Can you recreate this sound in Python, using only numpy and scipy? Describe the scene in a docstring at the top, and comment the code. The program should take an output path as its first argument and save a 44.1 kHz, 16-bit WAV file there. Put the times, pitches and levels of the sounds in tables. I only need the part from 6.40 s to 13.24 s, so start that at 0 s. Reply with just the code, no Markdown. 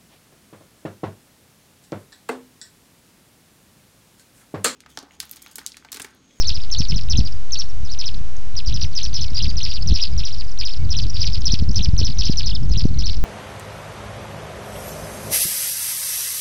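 """An open field with a nest box: tree swallows squabble round it, twittering in quick overlapping runs.
Each syllable is four falling whistled notes after a low arched lead-in; single chips and long slurs join them.
Fainter notes and chips come from swallows farther off. The ground and the field return short echoes.
Wind noise and pressure peaks buffet the microphone; a far songbird droops its whistles over shaped-noise hush."""
import sys
import numpy as np
from scipy import signal
from scipy.fft import rfft, irfft
from scipy.io import wavfile
from scipy.ndimage import uniform_filter1d

SR = 44100
rng = np.random.default_rng(int(sys.argv[2]) if len(sys.argv) > 2 else 0)


def digitize_waveform(pressure):
    """Quantize a signal to 16-bit integers and store it at the path in sys.argv[1].

    Rows of a 2-D input are taken as channels; values are limited to [-1, 1].
    """
    field = np.atleast_2d(pressure).T
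    bounded = np.clip(field, -1, 1)
    quanta = np.round(bounded * 32767).astype(np.int16)
    wavfile.write(sys.argv[1], SR, quanta)


N = 301644
TIME = np.arange(N) / SR

# Breakpoints of a syllable's four whistled notes, before chance and stretch:
# [t/s from syllable start, f/Hz, level/dB relative]
SYLLABLE_NOTES = [
    [(0, 6140, -23.5), (.0025, 6170, 3), (.0062, 6060, -10.5), (.008, 5440, 2), (.010, 4900, -19.5)],
    [(.009, 5030, -27.5), (.012, 5310, -1.5), (.0152, 5450, 2.5), (.0182, 5300, -6.5), (.021, 4100, -16)],
    [(.0195, 5670, -26.5), (.0218, 5930, 4), (.0245, 5180, 7.5), (.028, 3273, -8), (.0315, 2636, -19.5)],
    [(.030, 4830, -16.5), (.0328, 4600, -0.5), (.036, 3330, 0.5), (.0395, 2600, -11.5), (.047, 2400, -22.5)],
]
# top pitch of the syllable that the notes above describe
USUAL_TOP_HZ = 6300


def from_db(db):
    """Turn decibels into an amplitude factor."""
    return 10 ** (np.asarray(db) / 20)


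def rms_one(x):
    """Scale a signal to an RMS of 1."""
    return x / np.sqrt(np.mean(x ** 2) + 1e-20)


def add(out, start, sound):
    """Mix a sound in at a time in seconds, dropping what falls outside."""
    at = round(start * SR) + np.arange(len(sound))
    inside = (at >= 0) & (at < N)
    out[at[inside]] += sound[inside]


def at_hz(points, hz):
    """Read a spectrum's dB on a log-frequency axis."""
    points_hz, points_db = np.transpose(points)
    return np.interp(np.log(hz), np.log(points_hz), points_db)


def drift(cutoff_hz):
    """Smooth random motion of RMS 1: noise below a cutoff, after a second of filter settling."""
    low_pass = signal.butter(2, cutoff_hz, fs=SR, output="sos")
    slow = signal.sosfilt(low_pass, rng.standard_normal(N + SR))
    return rms_one(slow[SR:])


def whistle(hz, gain):
    """A pure tone whose phase accumulates along a pitch track."""
    return gain * np.sin(2 * np.pi * np.cumsum(hz) / SR)


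def swallows(syllable_db=0, chip_db=0, slur_db=0):
    """The near birds: each syllable is an arch and four falling notes; lone chips and slurs join the calls."""
    # Chips shaped like a syllable's first note: [t/s, top f/Hz before chance, level/dB before the note shape]
    lone_chips = [(0.92, 5550, -31), (1.963, 6500, -36.5), (2.425, 5990, -18.5), (3.421, 5320, -21),
                  (3.633, 5620, -20), (4.696, 5860, -22), (5.287, 5450, -26), (5.309, 5740, -26)]
    # Long slurred whistles: [t/s, top f/Hz before the slur shape, level/dB before it, length/s]
    long_slurs = [(2.983, 5520, -21.5, .046), (3.025, 5580, -24.5, 0.038), (3.279, 5630, -31, 0.038),
                  (3.361, 5184, -25.5, 0.035), (5.714, 5540, -28.5, .022), (6.095, 5680, -21.5, 0.078),
                  (6.147, 5690, -20, 0.028)]
    # Strength of each of the four notes against its syllable: [level/dB before chance]
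    note_strengths = [1, 2, -5.5, -4.5]
    # Loss of each of the four notes in a lower voice: [loss/dB per kHz under the usual top pitch]
    low_voice_loss = [4, 4.5, 0.5, 9.5]
    note_spread_db = 1.82
    arch_lead_s, arch_share, arch_spread = .008, .7, .04  # lead; pitch over syllable top; relative chance

    out = np.zeros(N)
    for s, top_hz, db, opens in syllables():
        # The opening syllable is slower, with a brief, faint arch; arch_s holds for an arch at 4200 Hz
        stretch, arch_db, arch_s = (1.06, -14.5, 0.0044) if opens else (.95, -6.5, .017)
        arch_hz = top_hz * arch_share * (1 + arch_spread * rng.standard_normal())
        arch_sound, rise_s = arch(arch_hz, arch_s)
        add_call(out, s - arch_lead_s - rise_s, from_db(db + arch_db) * arch_sound)

        under_khz = (USUAL_TOP_HZ - top_hz) / 1000
        for shape, note_db, loss in zip(SYLLABLE_NOTES, note_strengths, low_voice_loss):
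            chance_db = note_spread_db * rng.standard_normal()
            gain = from_db(db + syllable_db + note_db - loss * under_khz + chance_db)
            sound = gain * note(shape, top_hz / USUAL_TOP_HZ, stretch)
            add_call(out, s + shape[0][0] * stretch, sound)

    for s, top_hz, db in lone_chips:
        chip = note(SYLLABLE_NOTES[0], top_hz / USUAL_TOP_HZ, 0.82)
        add_call(out, s, from_db(db + chip_db) * chip)
    for s, top_hz, db, length in long_slurs:
        add_call(out, s, from_db(db + slur_db) * slur(top_hz, length))
    return out


def syllables():
    """Unroll calls into (s, top Hz, dB, opens call); from the third syllable on the voice tires."""
    # Twittered calls: [t/s, syllables/count, spacing/s, top f/Hz before tiring and chance,
    # level/dB before swell, tiring and note strength, swell/dB from the second syllable on]
    twittered_calls = [(-.003, 4, 0.072, 6186, -22, 3.5), (.076, 1, 0, 5860, -26, 0),
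                       (0.311, 2, 0.072, 6320, -20, 0.5), (0.425, 1, 0, 5480, -27, 0),
                       (.483, 2, 0.074, 6044, -23, -0.5), (.696, 2, 0.073, 6200, -17, -3),
                       (0.847, 1, 0, 5660, -28, -2), (1.118, 2, 0.067, 6366, -20.5, -0.5),
                       (1.446, 2, 0.067, 5970, -36.5, 9), (1.586, 2, 0.069, 5990, -23.5, 1.5),
                       (2.163, 1, 0, 5840, -22, 0), (2.258, 1, 0.0012, 5630, -24.5, 0),
                       (2.271, 2, 0.068, 6050, -29, 5.5), (2.407, 1, 0.0011, 5840, -20.5, 0),
                       (2.549, 2, 0.079, 6250, -24, 2.5), (2.562, 1, 0, 5790, -22.5, 0),
                       (2.738, 2, 0.071, 6160, -21.5, -0.5), (2.755, 1, 0.013, 5990, -26, 0),
                       (2.943, 1, 0, 5620, -22, 0), (2.964, 3, 0.057, 5760, -22, 2),
                       (3.166, 3, 0.062, 5930, -22.5, 3.5), (3.247, 2, 0.087, 5750, -27, 2.5),
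                       (3.471, 3, 0.065, 5950, -21.5, -0.5), (3.549, 2, 0.064, 5820, -24.5, 7),
                       (3.775, 3, .074, 5944, -23.5, 1), (3.983, 1, 0, 5440, -28, 3),
                       (4.185, 3, 0.064, 5856, -20.5, -0.5), (4.502, 2, 0.062, 6036, -20.5, 0.5),
                       (4.613, 1, 0, 5650, -26, 0), (4.741, 2, 0.034, 5560, -24, -4.5),
                       (4.803, 2, 0.048, 5900, -17.5, -5.5), (4.841, 1, 0.003, 5510, -24.5, 0),
                       (4.929, 1, 0.018, 5640, -23, 0), (5.053, 2, 0.064, 6010, -16.5, -1),
                       (5.355, 2, 0.068, 6120, -18, -2), (5.576, 2, 0.069, 6180, -19, -0.5),
                       (5.783, 2, 0.068, 6120, -20, -0.5), (5.83, 2, 0.07, 5810, -23, -1.5),
                       (5.969, 2, 0.089, 6060, -18.5, -3.5), (6.310, 2, 0.062, 5950, -27.5, 5),
                       (6.584, 2, 0.071, 6036, -23.5, 3), (6.705, 1, 0, 5510, -27.5, 0)]
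    tiring_db, tiring_hz = 6.5, 290  # drop per tired syllable
    for s, count, spacing, top_hz, db, swell_db in twittered_calls:
        for k in range(round(count)):
            tired = max(k - 1, 0)
            level_db = db + swell_db * (k > 0) - tiring_db * tired
            yield s + k * spacing, top_hz - tiring_hz * tired, level_db, k == 0


def note(shape, pitch, stretch, wander=0.01, depth_spread=.12, rasp_db=4.0):
    """One swept whistle; it falls to a random depth and noise roughens its level as the pitch drops."""
    s, hz, db = np.transpose(shape)
    hz = hz.max() * (hz / hz.max()) ** (1 + depth_spread * rng.standard_normal())
    hz = hz * (1 + wander * rng.standard_normal(len(hz)))
    t = np.arange(s[0], max(s[-1], s[0] + .002), 1 / SR / stretch)
    # Padding leaves room for the smoothed edges
    gain = np.pad(from_db(np.interp(t, s, db)), 45)
    track = np.pad(np.interp(t, s, hz), 45, mode="edge")
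    grain = rms_one(uniform_filter1d(rng.standard_normal(len(track)), size=30))
    rasp = from_db(rasp_db * grain * np.sqrt(2 * (1 - track / track.max())))
    gain = uniform_filter1d(gain, size=80) * rasp
    return whistle(uniform_filter1d(track * pitch, size=100), gain)


def arch(top_hz, length, usual_hz=4200, flat_hz=5000, bend_hz=1500, rise=1.5):
    """A whistle with a slow rise and a quicker drop, and its rise time; high arches are longer and flatter."""
    half = length / 2 * (top_hz / usual_hz) ** 3
    u = np.arange(-rise, 1, 1 / (half * SR))  # the top is at 0
    bend = np.clip(2 * (flat_hz - top_hz), 0, bend_hz)
    hz = top_hz - bend * np.sin(u * np.pi / 2.8) ** 2
    swell_position = np.where(u < 0, u / rise, u)
    gain = np.abs(np.cos(swell_position * np.pi / 2)) ** 0.49
    return whistle(hz, gain), rise * half


def slur(top_hz, length, release_s=0.01):
    """One long whistle through a V-shaped pitch dip; a short one breaks off before the upturn."""
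    # Slur shape: [t/s from its start, pitch/share of top, level/dB relative]
    slur_shape = [(0, 0.93, -13), (.005, .93, -0.5), (0.015, .65, -7.5), (0.023, .52, -11),
                  (.030, .49, -16.5), (.040, .62, -10.5), (.046, 0.64, -16.5)]
    s, share, db = np.transpose(slur_shape)
    t = np.arange(0, length, 1 / SR)
    release = np.minimum((length - t) / release_s, 1)
    gain = from_db(np.interp(t, s, db)) * release
    return whistle(top_hz * uniform_filter1d(np.interp(t, s, share), size=200), gain)


def add_call(out, start, sound, ground_db=-14, ground_s=0.0036):
    """A call arrives directly, then weaker off the ground after a delay drawn for each call."""
    add(out, start, sound)
    add(out, start + ground_s * rng.uniform(0.49, 1.4), from_db(ground_db) * sound)


def rivals(under_db=-15, spread_db=3.5, reply_s=.038, joining_s=2.3, joining_db=5, count=9):
    """Swallows farther off answer each syllable with faint notes that follow its level, fainter before the chase."""
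    out = np.zeros(N)
    for s, _, syllable_db, _ in syllables():
        for _ in range(count):
            db = syllable_db + under_db + spread_db * rng.standard_normal() - joining_db * (s < joining_s)
            shape = SYLLABLE_NOTES[rng.integers(len(SYLLABLE_NOTES) - 1)]  # one of the first three
            sound = note(shape, rng.uniform(.8, 1.0), rng.uniform(0.53, 1.2))
            add_call(out, s + reply_s * abs(rng.standard_normal()), from_db(db) * sound)
    return out


def flock(level_db=-37, spread_db=0.5, from_s=2.5, to_s=6.8, count=80):
    """During the chase, other swallows scatter faint high chips at random."""
    out = np.zeros(N)
    starts = rng.uniform(from_s, to_s, count)
    pitches = rng.uniform(0.68, 1.05, count)
    stretches = rng.uniform(.6, 1.1, count)
    levels_db = level_db + spread_db * rng.standard_normal(count)
    for s, pitch, stretch, db in zip(starts, pitches, stretches, levels_db):
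        add_call(out, s, from_db(db) * note(SYLLABLE_NOTES[0], pitch, stretch))
    return out


def field(x, scatter_db=-16, t60=0.16, echo_s=0.1, echo_db=-24):
    """Grass and fences scatter a short decaying noise tail; the distant tree line returns one faint echo."""
    t = np.arange(SR // 2) / SR
    tail = rng.standard_normal(len(t)) * from_db(-60 * t / t60) * (t > .003)
    scattered = signal.fftconvolve(x, tail / np.linalg.norm(tail))[:N]
    out = x + from_db(scatter_db) * scattered
    add(out, echo_s, from_db(echo_db) * x)
    return out


def wind(level_db=-1, lumpy_db=2, brighten=0.4, usual_db=-24):
    """Turbulence at the microphone port as half-octave noise bands; strong gusts lift the higher bands more."""
    # Rumble spectrum at usual strength: [f/Hz, density/dB per Hz, relative]
    rumble_spectrum = [(25, 5), (55, 6), (100, -2), (160, -13), (250, -26), (400, -44.5), (800, -49.5)]
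    gust_db = wind_strength() - usual_db + lumpy_db * drift(20.4)
    edges = 20 * 2 ** np.arange(0, 6, .5)
    out, power = 0, 0
    for low, high in zip(edges, edges[1:]):
        hz = np.sqrt(low * high)
        band_pass = signal.butter(2, [low, high], "band", fs=SR, output="sos")
        band = signal.sosfilt(band_pass, rng.standard_normal(N + SR))[SR:]
        gain = from_db(at_hz(rumble_spectrum, hz)) * np.sqrt(hz)  # bandwidth grows with frequency
        response = 1.5 + brighten * np.clip(np.log2(hz / 60), -1, 2)  # dB out per dB of gust
        out = out + gain * rms_one(band) * from_db(gust_db * response)
        power += gain ** 2
    return from_db(usual_db + level_db) * out / np.sqrt(power)


def wind_strength():
    """Wind strength in dB, before each band's response: calm air, breeze and bell-shaped gusts add in power."""
    # Gusts: [t/s at the height, strength/dB, half length/s to 1/e of its power]
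    gusts = [(0, -23.5, 0.11), (0.406, -24, 0.046), (0.569, -23, 0.066), (.8, -20, 0.087),
             (1.434, -27.5, 0.052), (1.781, -23.5, 0.035), (2.383, -22.5, 0.12), (2.734, -24, 0.13),
             (3.116, -22, 0.15), (3.489, -18, 0.062), (3.747, -21.5, 0.053), (4.04, -28, 0.024),
             (4.455, -24, 0.034), (5.51, -24.5, 0.22), (6.448, -22, 0.19)]
    calm_db, breeze_db, breeze_from_s, breeze_rise_s = -30, -23.5, 4.36, 0.045
    breeze = from_db(breeze_db) * np.clip((TIME - breeze_from_s) / breeze_rise_s, 0, 1)
    power = from_db(calm_db) ** 2 + breeze ** 2
    for s, db, half_length in gusts:
        power = power + from_db(db) ** 2 * np.exp(-((TIME - s) / half_length) ** 2)
    return 10 * np.log10(power)


def eddies(level_db=0, core_db=-24, core_share=.35):
    """A passing vortex gives one pressure peak between two shallow dips; its tight core sharpens the tip."""
    # Hardest eddies: [t/s, level/dB before the core is added, width/s (zero pressure at 1.15 of it)]
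    hard_eddies = [(0.405, -7, 0.0018), (0.79, -5.5, 0.0016), (3.525, -5.5, 0.0018), (5.137, -7.5, 0.0016),
                   (5.225, -5.5, 0.0018), (5.489, -3.5, 0.0025), (5.537, -6, 0.0022),
                   (5.615, -15.5, 0.00085), (5.898, -4, 0.0014), (6.455, -1.5, 0.0013)]
    out = np.zeros(N)
    for s, db, width in hard_eddies:
        for part_db, share in ((level_db, 1), (core_db, core_share)):
            u = (TIME - s) / (width * share) / 2
            out += from_db(db + part_db) * (1 - 3 * u ** 2) / (1 + u ** 2) ** 3
    return out


def far_bird(level_db=-51, start_hz=2270, fall_hz=200, length=0.072, waver_hz=30, flutter_db=3):
    """A far songbird: soft whistles that droop at the end, with random waver in pitch and flutter in level."""
    # Start of each falling whistle: [t/s]
    whistle_starts = [2.85, 3.71, 3.86, 4.38, 5.72, 6.53, 6.69]
    out, u = np.zeros(N), np.linspace(0, 1, int(length * SR))
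    knots = np.linspace(0, 1, num=9)
    for s in whistle_starts:
        waver = np.interp(u, knots, rng.standard_normal(size=9))
        flutter = np.interp(u, knots, rng.standard_normal(size=9))
        hz = start_hz - fall_hz * rng.uniform(.5, 1.5) * u ** 2 + waver_hz * waver
        gain = from_db(level_db + flutter_db * flutter) * np.sin(np.pi * u)
        add(out, s, whistle(hz, gain))
    return out


def hush(level_db=-46.5):
    """Steady far-off air: white noise coloured in the frequency domain and set to an RMS level."""
    # Colour of the hush: [f/Hz, level/dB relative]
    hush_colour = [(100, 5), (300, 2), (700, -0.5), (1400, -5), (2200, -6.5), (4500, -8), (6300, -7),
                   (7400, -20.5)]
    hz = np.maximum(np.arange(N // 2 + 1) * SR / N, 1)
    spectrum = rfft(rng.standard_normal(N)) * from_db(at_hz(hush_colour, hz))
    return from_db(level_db) * rms_one(irfft(spectrum, N))


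def scene():
    """Birds in the open field, wind on the microphone and the far hush, in mono."""
    birds = field(swallows() + rivals() + flock() + far_bird())
    return (birds + wind() + eddies() + hush())[None]


def record(dry):
    """The converter sits on a constant offset and softly limits downward swings; the top is cut steeply."""
    offset, room, cutoff_hz = -.391, .33, 7413  # offset and room in full-scale units
    held = dry / (1 + (np.minimum(dry, 0) / room) ** 6) ** (1 / 6)
    low_pass = signal.ellip(10, .2, 70, cutoff_hz, fs=SR, output="sos")
    return signal.sosfilt(low_pass, held) + offset


dry = scene()
out = record(dry)
digitize_waveform(out)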